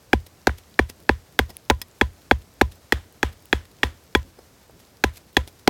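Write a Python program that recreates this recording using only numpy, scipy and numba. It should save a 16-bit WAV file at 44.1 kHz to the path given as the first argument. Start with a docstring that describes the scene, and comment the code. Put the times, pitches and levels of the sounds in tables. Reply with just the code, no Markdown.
"""Sharp, woody knocks, about three a second: a hatchet stuck in the end of a dry stick is banged down
with it on a mossy rock. Each blow cracks the fibres, knocks the stick, rings the steel and sends a
late thud through the ground. Between blows wood scrapes, fibres tick and the blade taps once, over the
hush of a forest. A phone close by picks it up, and its limiter holds the peaks."""
import sys
import numpy as np
from scipy import signal
from scipy.fft import rfft, irfft
from scipy.io import wavfile
from scipy.ndimage import uniform_filter1d, minimum_filter1d
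from numba import njit

SR = 44100
rng = np.random.default_rng(int(sys.argv[2]) if len(sys.argv) > 2 else 0)


def generate_wav(sig):
    """Save sig (samples, or channels by samples) to the path in sys.argv[1] as 16-bit PCM at SR."""
    pcm = np.round(np.clip(np.atleast_2d(sig).T, -1, 1) * 32767).astype(np.int16)
    wavfile.write(sys.argv[1], SR, pcm)


N = 250929


def undb(db):
    return 10 ** (np.asarray(db) / 20)


def coloured(table, size):
    """Noise of rms 1 with a (Hz, dB) spectrum."""
    hz, db = np.transpose(table)
    bins_hz = np.maximum(np.arange(size // 2 + 1) * SR / size, 1.)
    gain = undb(np.interp(np.log(bins_hz), np.log(hz), db))
    noise = irfft(rfft(rng.standard_normal(size)) * gain, size)
    return noise / np.std(noise)


def band(x, lo_hz, hi_hz):
    """Band-pass, scaled to rms 1."""
    sos = signal.butter(2, [lo_hz, min(hi_hz, .45 * SR)], "bandpass", fs=SR, output="sos")
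    y = signal.sosfilt(sos, x)
    return y / np.std(y)


def swell(t, rise_s):
    """Envelope of a resonance driven through another: climbs to 1 at rise_s, then dies."""
    u = np.maximum(t, 0) / max(rise_s, 1e-4)
    return u * np.exp(1 - u)


def walk(rate_hz, size):
    """Ramps between random levels; spread near 1."""
    hold = max(int(SR / rate_hz), 1)
    steps = np.repeat(rng.standard_normal(size // hold + 1), hold)
    return 1.2 * uniform_filter1d(steps, hold)[:size]


def add(out, start_s, sound):
    """Mix a sound in at start_s."""
    i = int(start_s * SR)
    out[i:i + len(sound)] += sound[:N - i]


# Forest hush spectrum. Each row: frequency in Hz, relative density in dB.
FOREST_SPECTRUM = [(25, -14), (63, 3), (125, -1.5), (250, -5.5), (500, -8), (1000, -14), (2000, -18),
                   (3200, -20.5), (5000, -19), (7500, -22), (8500, -23), (10000, -25.5), (13000, -24),
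                   (16500, -30)]
def forest(level_db=-53.7):
    """Hush of leaves and air; bass and treble flicker independently."""
    hush = coloured(FOREST_SPECTRUM, N)
    bass = signal.sosfilt(signal.butter(2, 700, fs=SR, output="sos"), hush)
    treble = hush - bass
    return undb(level_db) * (bass * undb(1.5 * walk(18, N)) + treble * undb(.7 * walk(36, N)))


# Fibres snapping singly. Each row: start in seconds, level above 7 kHz in dB.
FIBRE_SNAPS = [(1.0025, -42), (1.568, -25.5), (1.6415, -53), (1.706, -22), (1.718, -43.5), (1.8841, -44),
               (2.539, -49), (2.7574, -48), (3.125, -44), (3.456, -34), (4.175, -38)]
def snaps(faint_per_s=18, faint_base_db=-56):
    """Clear clicks of breaking fibres, and a sparse scatter of faint ones from chips and bark."""
    out, t = np.zeros(N), np.arange(int(0.0091 * SR)) / SR
    clear = [(start_s, db, db - 10.5) for start_s, db in FIBRE_SNAPS]
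    when, smallness, tilt = rng.random((int(faint_per_s * N / SR), 3)).T
    faint_db = faint_base_db - 3 * np.log(.03 + smallness)
    tilt_db = 8 * (tilt - .5)
    faint = np.transpose([when * (N / SR - .02), faint_db + tilt_db, faint_db - tilt_db])
    for start_s, bright_db, mid_db in [*clear, *faint]:
        noise = rng.standard_normal(len(t))
        click = undb(bright_db) * band(noise, 7000, SR / 2) + undb(mid_db) * band(noise, 2800, 7000)
        add(out, start_s, click * (swell(t, 0.0003) + 0.14 * np.exp(-t / .0015)))
    return out


# Short scrapes of wood and one sharp tap of the blade. Each row: peak time in seconds, level in dB,
# relative dull level in dB, relative clink level in dB, swell in ms, fade in ms.
SCRAPES_AND_TAP = [(0.267, -42.5, -9, -9, 2., 4.), (0.899, -38.5, -7, -9, 5., 7.7),
                   (1.503, -41, 3, -7, 6., 6.2), (1.8165, -20, -12, -12, .3, 3.),
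                   (2.42, -52, -12, -15, 5.6, 6.3), (2.721, -47.5, -19, -15, 5.6, 9.3),
                   (3.33, -47, -18, -12, 3.9, 5.5), (3.654, -50, -12, -18, 2.5, 4.),
                   (3.715, -53, -4, -18, 2.2, 3.2), (4.39, -54, 12, -8, 3., 7.3),
                   (4.697, -62, 19, -14, 2.3, 5.), (4.80, -51, -17, -9, 2., 8.7),
                   (5.476, -37.5, -4, -20, 1.9, 7.5), (.585, -48, -10, -30, 10, 10),
                   (5.176, -44, -12, -28, 20, 7), (5.596, -49, -10, -30, 6, 8)]
def scrapes_and_tap(lead_s=.05, bright_db=-3):
    """Grainy friction swells, clinks the steel at its peak and fades; the tap peaks almost at once."""
    out, t = np.zeros(N), np.arange(int(.09 * SR)) / SR
    since_ms = 1000 * (np.arange(int(2 * lead_s * SR)) / SR - lead_s)
    for peak_s, db, dull_db, clink_db, swell_ms, fade_ms in SCRAPES_AND_TAP:
        envelope = np.exp(np.where(since_ms < 0, since_ms / swell_ms, -since_ms / fade_ms))
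        grains = rng.standard_normal(len(since_ms)) * undb(3.3 * walk(700, len(since_ms)))
        mid = band(grains, 1790, 7400)
        bright = undb(bright_db) * band(grains, 5800, 13400)
        dull = undb(dull_db) * band(grains, 200, 730)
        add(out, peak_s - lead_s, undb(db) * envelope * (mid + bright + dull))
        add(out, peak_s, steel(t, db + clink_db, db + clink_db, grazed=True))
    return out


# Splitting wood spectrum. Each row: frequency in Hz, relative density in dB.
RASP_SPECTRUM = [(300, -3.5), (700, -8), (1200, -7), (1800, -3), (2500, -10.5), (3400, -8), (4300, -15.5),
                 (7000, -20.5), (14000, -30.5)]
def rasp(t, firm_db):
    """What a loosely seated blow loses goes into splitting wood: a louder, longer rasp."""
    decay_ms = max(23.7 - 0.89 * firm_db, 10)
    level_db = -39 - 0.39 * firm_db + 1.5 * walk(600, len(t))
    return undb(level_db) * np.exp(-t * 1000 / decay_ms) * coloured(RASP_SPECTRUM, len(t))


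# Modes of the rock on its soft bed. Each row: frequency in Hz, relative level in dB, rise in ms,
# delay in ms.
GROUND_MODES = [(70, 0, 12.3, 10.5), (114, -16, 15.5, 14.9), (49.5, -16, 19., 18.), (86, -21, 32., 9.6)]
def thud(t):
    """Pushed down by the blow, the ground answers late and slowly with beating low modes."""
    out = 0
    for hz, db, rise_ms, delay_ms in GROUND_MODES:
        since = t - delay_ms / 1000
        out -= undb(db) * swell(since, rise_ms / 1000) * np.sin(2 * np.pi * hz * since)
    return out


# Modes of the steel head. Each row: part (0 eye, 1 blade), frequency in Hz, relative level in dB when
# banged, the same when grazed, nominal T60 in seconds.
STEEL_MODES = [(0, 1002, -4, -10, 0.083), (0, 515, -6, -34, .06), (1, 3350, 9.5, -0.5, 0.022),
               (1, 3370, -25.5, -16, .08), (1, 1905, -6, 0, .04), (1, 5130, -19, 8, .028),
               (1, 6544, -14, -14, 0.028), (1, 7940, -15.5, -14, 0.025), (1, 9560, -24, -8, .03),
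               (1, 13680, -24.5, 3, .02)]
def steel(t, eye_db, blade_db, grazed):
    """The head rings on after the wood has stopped; a graze wakes the thin high modes."""
    out = 0
    for is_blade, hz, bang_db, graze_db, t60_s in STEEL_MODES:
        scatter, grip, detune = rng.standard_normal(3)
        db = (blade_db if is_blade else eye_db) + (graze_db if grazed else bang_db) + 2 * scatter
        # the wood clamps the head differently each time, shifting and damping the ring
        hz *= 1 + 0.004 * detune
        t60_s *= np.exp(0.13 * grip)
        out += undb(db - 60 * t / t60_s) * np.sin(2 * np.pi * hz * t)
    return out * (1 - np.exp(-t / 0.00032))


# Cracking fibre spectrum. Each row: frequency in Hz, relative density in dB.
CRACK_SPECTRUM = [(1470, -24), (2500, -2), (2970, -13), (3540, -8), (4740, -12.5), (7730, -20.5),
                  (8500, -25.5), (12900, -24), (15000, -30), (16500, -44.5)]
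def crack(t):
    """Fibres snap in uneven bursts, thickest at first contact."""
    envelope = swell(t - 0.0004, 0.00084) + 0.2 * swell(t, 0.0028)
    bursts = undb(5.2 * walk(1500, len(t)))
    return envelope * bursts * coloured(CRACK_SPECTRUM, len(t))


# Modes of the stick. Each row: part (0 knock, 1 hollow, 2 body), frequency in Hz at a stick pitch of
# 1700 Hz, relative level in dB, rise in ms, delay in ms.
STICK_MODES = [(0, 1688, 11, 0.85, 0.5), (0, 2043, 2.5, 1., 0.4), (0, 2470, -3, 1.3, 0.2),
               (0, 1191, -4.5, 1.4, 0.7), (1, 790, 12, 1.6, 1.9), (1, 893, 0.5, 1.7, 1.2),
               (1, 560, 2, 1.6, 3.2), (2, 305, 11, 1.4, 4.0), (2, 397, 5, 1.6, 4.3),
               (2, 210.1, -6, 5.3, 1.46)]
# Exponents by which knock, hollow and body follow the stick pitch.
PITCH_EXPONENTS = [0.68, 0.4, 0.15]
def stick(t, pitch_hz, knock_db, hollow_db, body_db):
    """Bending waves are faster in the treble, so low modes tend to arrive later and swell more slowly."""
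    out = 0
    for part, hz, db, rise_ms, delay_ms in STICK_MODES:
        detune, scatter = rng.standard_normal(2)
        hz *= (pitch_hz / 1700) ** PITCH_EXPONENTS[int(part)] * (1 + 0.034 * detune)
        db += (knock_db, hollow_db, body_db)[int(part)] + 1.2 * scatter
        since = t - delay_ms / 1000
        out += undb(db) * swell(since, rise_ms / 1000) * np.sin(2 * np.pi * hz * since)
    return out


# Landings after a hop. Each row: start in seconds, knock level in dB.
STICK_REBOUNDS = [(0.4925, -31.5), (1.708, -22)]
def rebounds(pitch_hz=1510):
    """The stick hops off the rock and lands again with a light knock."""
    out, t = np.zeros(N), np.arange(int(.3 * SR)) / SR
    for start_s, db in STICK_REBOUNDS:
        add(out, start_s, stick(t, pitch_hz, db, hollow_db=db - 12.5, body_db=db - 12.5))
    return out


# Blows on the rock. Each row: start in seconds, knock level in dB, stick pitch in Hz, then levels in dB
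# of the seat on the rock (the hollow modes), the crack, the eye ring and the blade ring.
HATCHET_BLOWS = [(0.1309, -9, 1513, -13.5, -12.5, -16.5, -24),
                 (0.4704, -15.5, 1525, -20.5, -15.5, -21.5, -47.5),
                 (0.7908, -5, 1694, -17, -14, -22.5, -23), (1.092, -11.5, 1760, -19, -22.5, -19, -31),
                 (1.3902, -5.5, 1517, -19, -13, -24, -26), (1.6991, -20, 1850, -14.5, -12, -11.5, -21),
                 (2.012, -6, 1755, -18, -13, -15.5, -17.5), (2.3111, -8.5, 1590, -16, -15.5, -17, -20.5),
                 (2.612, -4.5, 1646, -14.5, -10.5, -18, -33), (2.9222, -13.5, 1790, -26.5, -16.5, -37, -23),
                 (3.2294, -13.5, 1724, -26, -21.5, -21, -18),
                 (3.5278, -11.5, 1746, -26, -18.5, -26.5, -23.5),
                 (3.8319, -13.5, 1807, -28, -18, -17, -19.5), (4.15, -10, 1702, -20, -11.5, -13, -10.5),
                 (5.0385, -12, 1690, -22.5, -13, -21.5, -26), (5.3673, -10.5, 1660, -22.5, -10, -11, -20),
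                 (5.675, -13, 1450, -15.5, -11.5, -13.5, -23.5)]
def blows(firm_seat_db=-12):
    """Stick and hatchet hit the rock together; a well seated blow sounds hollow and full."""
    out, t = np.zeros(N), np.arange(int(.3 * SR)) / SR
    for start_s, knock_db, pitch_hz, seat_db, crack_db, eye_db, blade_db in HATCHET_BLOWS:
        firm_db = seat_db - firm_seat_db
        splitting = undb(crack_db) * crack(t) + rasp(t, firm_db)
        wood = stick(t, pitch_hz, knock_db, hollow_db=seat_db, body_db=-12 + 0.73 * firm_db)
        ring = steel(t, eye_db, blade_db, grazed=False)
        ground = undb(-15.5 + 0.3 * firm_db) * thud(t)
        add(out, start_s, splitting + wood + ring + ground)
    return out


def scene():
    return (blows() + rebounds() + scrapes_and_tap() + snaps() + forest())[None]


@njit
def limiter_gain(allowed, release_per_sample):
    """Gain drops at once and climbs back gradually."""
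    gain, g = np.empty(len(allowed)), 1.
    for i in range(len(allowed)):
        g = min(allowed[i], g + (1 - g) * release_per_sample)
        gain[i] = g
    return gain


def record(dry):
    """The capsule drops the deepest bass, a look-ahead limiter holds the peaks, the top is cut."""
    low_hz, top_hz = 42, 16700
    ceiling, release_ms, ahead_samples = 0.89, 4, 24
    mic = signal.sosfilt(signal.butter(2, low_hz, "highpass", fs=SR, output="sos"), dry)
    allowed = np.minimum(1, ceiling / (np.abs(mic[0]) + 1e-9))
    allowed = minimum_filter1d(allowed, size=2 * ahead_samples + 1)
    gain = limiter_gain(allowed, 1000 / (release_ms * SR))
    limited = mic * uniform_filter1d(gain, size=ahead_samples)
    return signal.sosfilt(signal.ellip(10, .2, 70, top_hz, fs=SR, output="sos"), limited)


dry = scene()
out = record(dry)
generate_wav(out)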